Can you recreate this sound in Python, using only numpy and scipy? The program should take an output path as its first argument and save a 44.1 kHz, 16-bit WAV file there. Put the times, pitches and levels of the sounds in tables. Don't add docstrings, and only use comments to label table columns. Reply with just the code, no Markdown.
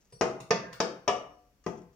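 import sys
import numpy as np
from scipy import signal
from scipy.fft import rfft, irfft
from scipy.io import wavfile

SR = 44100
rng = np.random.default_rng(int(sys.argv[2]) if len(sys.argv) > 2 else 0)


def ratio(d):
    e = np.asarray(d, float) / 20
    return 10 ** e


def transcribe(u):
    v = np.clip(np.atleast_2d(u).T, -1, 1)
    q = np.round(v * 32767).astype(np.int16)
    wavfile.write(sys.argv[1], SR, q)


N = 85995
T = np.arange(N) / SR
HZ = np.maximum(np.fft.rfftfreq(N, 1 / SR), 1)
DELAY_S = 0.002

# (frequency [Hz], level [dB], t60 [s])
STEEL = [(4450, -5, 1.1), (4780, 1, .35), (4950, -3, .3), (5689, 0, .8)]
# (frequency [Hz], level [dB], t60 [s])
STEEL_TOP = [(8420, 0, .5), (9050, -2, .3), (10050, -9, .6)]
# (frequency [Hz], level [dB], t60 [s])
EDGE = [(14900, -3, .22), (15100, 0, .26), (13700, -8, .2), (12500, -10, .2)]


def blows(echo):
    # (time [s], peak [dB], left minus right [dB], ring [dB], echo [dB])
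    impacts = [
        (0.209, -10, 1.5, -14.5, -9),
        (0.505, -14, -1.5, -6.5, -8.5),
        (0.801, -15, 1.5, -11.5, -10),
        (1.0762, -14.5, 2.5, -12, -8),
        (1.662, -21.5, 3.5, -9.5, -9.5),
    ]
    # (frequency [Hz], density [dB per Hz])
    colours = [
        [(35, -48), (60, -22.5), (280, -7.5), (480, 3.5), (749, -5.5), (1280, -14.5), (3000, -24),
         (3850, -29.5), (6140, -29), (14900, -70.5), (16000, -58)],
        [(35, -47.5), (60, -32), (153, -1), (715, -2), (803, -8), (1040, -6.5), (3850, -20), (4600, -15),
         (6300, -21), (8500, -51), (16000, -82.5)],
        [(35, -50), (70, -29.5), (400, -3), (579, -9), (1250, -14.5), (2090, -23.5), (5330, -23), (14900, -72),
         (16000, -83)],
        [(35, -75), (60, -31.5), (593, -2.5), (715, -9.5), (1140, -7), (1510, -24), (1700, -17), (3300, -21),
         (4100, -31), (5800, -27), (16000, -75.5)],
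        [(35, -46.5), (60, -18), (190, 2.5), (420, 0), (882, -9.5), (3000, -27.5), (3940, -38), (6140, -27.5),
         (8510, -50.5), (14900, -55), (16000, -63)],
    ]
    # (frequency [Hz], level [dB], t60 [s])
    ring_1 = [(361, -10, .45), (463, 1, .38), (492, -2, .3), (646, 0, .5), (1066, -8, .36), (1276, -8, .36),
              (1599, -12, .3), (1744, -13, .26), (1927, -19, .28), (2256, -20, .3), (2719, -20, .26),
              (3187, -19, .28)]
    # (frequency [Hz], level [dB], t60 [s])
    ring_2 = [(455, 4.5, 0.14), (713.6, -5, 0.22), (905, -10, 0.44), (1037, -17, 0.57), (1210, -14, 0.28),
              (1620, -24, 1), (1796, -11, 0.54), (1990, -20, 0.61), (2286, -22.5, 0.23),
              (3400, -21.5, 0.28)]
    # (frequency [Hz], level [dB], t60 [s])
    ring_3 = [(361, -3, .3), (396, 1, .28), (466, -2, .36), (537, -4, .4), (657, -5, .4), (877, -6, .36),
              (1227, -9, .33), (1707, -8, .35), (2293, -14, .2), (2918, -17, .3)]
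    # (frequency [Hz], level [dB], t60 [s])
    ring_4 = [(300, -11, .6), (398, 1, .45), (463, -7, .47), (721, -1, .62), (985, -11, .39),
              (1120, -1, .15), (1168, -3, .52), (1265, -9, .45), (1712, -14, .33), (2293, -13, .3),
              (2923, -7, .45), (3068, -14, .31), (3370, -6, .18)]
    # (frequency [Hz], level [dB], t60 [s])
    ring_5 = [(178, -3.5, 0.424), (281, -13, 0.3), (355, 1, 0.34), (398, -1.5, 0.47), (506, -5, 0.25),
              (628, -6.5, 0.18), (680, -5.5, 0.22), (887, -3.5, 0.36), (1020, -18, 0.43), (1210, -6, 0.14),
              (1260, -10, .29), (2000, -17, 0.13), (3260, -18.5, 0.26)]
    # (frequency [Hz], level [dB], t60 [s])
    frame = [(130.2, -17.5, 0.83), (137.9, -20.5, 0.61), (198, -27.5, 0.65), (211, -10.5, 0.21),
             (491, -4, 0.53)]
    # (frequency [Hz], level [dB], t60 [s])
    thumps = [(475, -25.5, 0.069), (455, -26, 0.067), (416, -22, 0.11), (424, -27.5, 0.051),
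              (384, -16, 0.0336)]
    frame_levels = [-3.5, -2.5, -2.5, -2, -7.5]
    steel_levels = [-70, -70, -65, -63, -110]
    top_levels = [-72.5, -68, -67, -71.5, -88]
    crack_levels = [-26, -23.5, -23, -25.5, -46]
    wavers = [.5, .9, .8, .55, .8]
    lead_s, crack_lag_s, swell_s = 0.001, 0.0009, 0.002
    thud_db, thud_s = 5, 0.018
    contact = ratio(thud_db * np.exp(-(T[:N // 3] / thud_s) ** 4))
    rings = [ring_1, ring_2, ring_3, ring_4, ring_5]
    out = 0
    for i, (s, db, pan_db, ring_db, echo_db) in enumerate(impacts):
        sides = ratio(np.array([[pan_db], [-pan_db]]) / 2)
        wood = place(3.8 * knock(colours[i], echo, echo_db, chatter_db=-14.5), s)
        boards = ring(rings[i], swell_s, rough=wavers[i])
        boards = boards + ratio(frame_levels[i]) * ring(frame, swell_s)
        wood = wood + ratio(ring_db) * 0.53 * place(boards * contact, s - lead_s)
        thump = ring([thumps[i]], 0.0015, rough=0)
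        split = ratio(crack_levels[i]) * place(crack(echo), s + crack_lag_s)
        steel = ratio(steel_levels[i]) * ring(STEEL, 0.02, 0.004, 0.5)
        steel = steel + ratio(top_levels[i]) * ring(STEEL_TOP[1:] + EDGE[1:], 0.002, 0.0055, 0.9)
        out = out + sides * (ratio(db) * wood + split - place(thump, s - lead_s)) + place(steel, s)
    return out


def knock(colour, echo, echo_db, chatter_db):
    rattle_s = 0.014
    t = T[:4096]
    push = ratio(chatter_db) * 0.17 * rng.standard_normal(len(t)) ** 3 * np.exp(-t / rattle_s)
    push[0] = 1
    return add_echo(signal.fftconvolve(push, body(colour))[None], echo, 5 * ratio(echo_db))


def crack(echo):
    # (frequency [Hz], density [dB per Hz])
    colour = [(2000, -8), (3200, 1.5), (4500, 2), (5500, 5), (6500, 2), (8000, -21), (11000, -30),
              (15000, -24), (16500, -47.5)]
    fall_s, echo_db = 0.0019, -7
    t = T[:2048]
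    burst = rng.standard_normal((2, len(t))) * np.exp(-t / fall_s)
    return add_echo(signal.fftconvolve(burst, body(colour)[None], axes=1), echo, ratio(echo_db))


def ring(modes, swell_s, spread=0.03, rough=0.85):
    t, out = T[:N // 3], 0
    knots = rng.standard_normal((len(modes), 6, 160))
    knots[:, :2, 0] = 0
    for (hz, db, t60_s), mode_knots in zip(modes, knots):
        at = np.minimum(t * max(hz * spread, 12), 159)
        w = np.array([np.interp(at, np.arange(160), k) for k in mode_knots])
        common = w[0] + 1j * w[1]
        apart = min(hz / 1200, 1) * (w[2:4] + 1j * w[4:])
        waver = 1 + rough * (common + apart)
        out = out + ratio(db - 60 * t / t60_s) * np.imag(waver * np.exp(2j * np.pi * hz * t))
    return out * (1 - np.exp(-t / swell_s))


def ticks(echo):
    # (time [s], steel [dB], upper steel [dB], wood [dB], scrape [dB])
    touches = [
        (0.123, -64.5, -58, -48, -75.5),
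        (0.402, -80, -73, -43.5, -55),
        (.728, -79, -66.5, -47.5, -55),
    ]
    edge_levels = [-85, -71, -63]
    # (frequency [Hz], density [dB per Hz])
    tap_colour = [(35, -44.5), (60, -30.5), (144, 2), (245, -30.5), (494, -7), (852, -35.5), (4000, -36),
                  (5200, -84), (8800, -120)]
    # (frequency [Hz], density [dB per Hz])
    scrape_colour = [(590, -44), (1000, 2), (1810, -8.5), (3800, -11), (5700, -9.5), (10400, -29.5),
                     (15500, -37), (16000, -38)]
    out = 0
    for (s, steel_db, top_db, wood_db, scrape_db), edge_db in zip(touches, edge_levels):
        steel = ratio(steel_db) * ring(STEEL, 0.0011, 0.012, 0.7)
        steel = steel + ratio(top_db) * ring(STEEL_TOP, 0.0015, 0.003, 0.2)
        steel = steel + ratio(edge_db) * ring(EDGE, 0.0066, 0.003, 0.8)
        tap = ratio(wood_db) * brush(tap_colour, echo, rise_s=0.0018, fall_s=0.0062, echo_db=4.4)
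        scrape = ratio(scrape_db) * brush(scrape_colour, echo, rise_s=0.0014, fall_s=0.0012, echo_db=16.5)
        for part in (steel, tap, scrape):
            out = out + place(part, s - DELAY_S)
    return out


def brush(colour, echo, rise_s, fall_s, echo_db):
    t = T[:8192]
    swell = (1 - np.exp(-t / rise_s)) * np.exp(-t / fall_s)
    grains = unit(rng.standard_normal(len(t)) * swell)
    return 20 * add_echo(signal.fftconvolve(grains, body(colour))[None], echo, ratio(echo_db))


def touch_down(echo):
    # (frequency [Hz], level [dB], t60 [s])
    modes = [(1200, 2, .15), (1750, -3, .12), (2800, -1, .12)]
    start_s, ring_db, grit_db = 1.637, -64, -84
    tap = ratio(ring_db) * place(ring(modes, 0.0017, 0.011, 0.36), start_s)
    return tap + grit(echo, start_s, grit_db, echo_db=-25, chatter_db=7.5)


def settling(echo):
    # (time [s], level [dB])
    grains = [
        (.005, -87.5),
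        (.015, -88),
        (.046, -87),
        (.069, -90),
        (.1, -88),
        (.11, -94),
        (1.772, -77),
        (1.815, -83.5),
        (1.928, -90),
    ]
    return sum(grit(echo, s, db, echo_db=-28.5, chatter_db=0.95) for s, db in grains)


def grit(echo, start_s, db, echo_db, chatter_db):
    # (frequency [Hz], density [dB per Hz])
    colour = [(3000, -4), (4500, -4), (6200, 1.5), (7500, -2), (10000, -28.5)]
    return 8 * ratio(db) * place(knock(colour, echo, echo_db, chatter_db), start_s)


def room():
    # (frequency [Hz], t60 [s])
    decay = [(60, 1), (250, 0.46), (700, 0.49), (1800, 0.47), (5000, 0.33), (9000, 0.33), (15000, 0.41)]
    build_s, early_s, early_db = 0.00067, 0.0039, 5
    wall_s, wall_db = 0.0029, -21.5
    noise, out = stereo_noise(), 0
    for hz in 45 * 2 ** np.arange(0, 9, 0.5):
        weight = np.clip(1 - 2 * np.abs(np.log2(HZ / hz)), 0, 1)
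        out = out + irfft(noise * weight, N) * ratio(-60 * T / table(decay, hz))
    out = out * (1 - np.exp(-T / build_s))
    out = out * (1 + ratio(early_db) * np.exp(-T / early_s))
    wall = ratio(wall_db) * 10 * np.exp(-((T - wall_s) * SR / 2) ** 2)
    return unit(out + wall)[:, :N // 2]


def add_echo(direct, echo, gain):
    wet = signal.fftconvolve(direct, echo, axes=1) * gain
    wet[:, :direct.shape[1]] += direct
    return wet


def place(x, start_s):
    k = int((start_s + DELAY_S) * SR)
    return np.array([np.pad(v, (k + 2 * side, N))[:N] for side, v in enumerate(x)])


def floor():
    # (frequency [Hz], density [dB per Hz])
    colour = [(15, -40.5), (25, -23), (59, -1), (97, -29), (175, -17), (560, -26), (840, -31.5),
              (6050, -41.5), (9000, -50), (16000, -44.5)]
    level_db = -68
    x = irfft(stereo_noise() * ratio(table(colour)), N)
    return x * ratio(level_db) / np.std(x.mean(axis=0))


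def stereo_noise():
    # (frequency [Hz], side minus mid [dB])
    width = [(60, -10), (110, -12), (200, -11), (380, -8), (700, -4), (1290, -1), (2380, 0), (4400, 0),
             (8120, 0), (15000, 0)]
    mid, side = rfft(rng.standard_normal((2, N)))
    side = side * ratio(table(width))
    return np.array([mid + side, mid - side])


def body(points, size=2048):
    hz = np.maximum(np.fft.rfftfreq(size, 1 / SR), 1)
    c = irfft(table(points, hz) * np.log(10) / 20)
    c[1:size // 2] *= 2
    c[size // 2 + 1:] = 0
    return unit(irfft(np.exp(rfft(c))))


def table(points, hz=HZ):
    p = np.array(points, float)
    return np.interp(np.log(hz), np.log(p[:, 0]), p[:, 1])


def unit(x):
    return x / np.sqrt(np.sum(x ** 2))


def scene():
    echo = room()
    return blows(echo) + ticks(echo) + touch_down(echo) + settling(echo) + floor()


def top_cut(x):
    return signal.sosfilt(signal.butter(12, 16520, fs=SR, output="sos"), x)


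def record(dry):
    # (frequency [Hz], gain [dB])
    mic = [(2800, -1.5), (4000, -4.5), (5500, 2), (12000, 1), (13500, 2), (15000, 0.5), (15800, -0.5),
           (16200, -25)]
    # (frequency [Hz], left minus right [dB])
    lean = [(1200, 1), (2500, 0), (5500, 7), (8000, 1.5), (13000, -0.5)]
    lean_db = table(lean)
    gain_db = np.array([lean_db, -lean_db]) / 2 + table(mic)
    return top_cut(irfft(rfft(dry) * ratio(gain_db), N))


dry = scene()
out = record(dry)
transcribe(out)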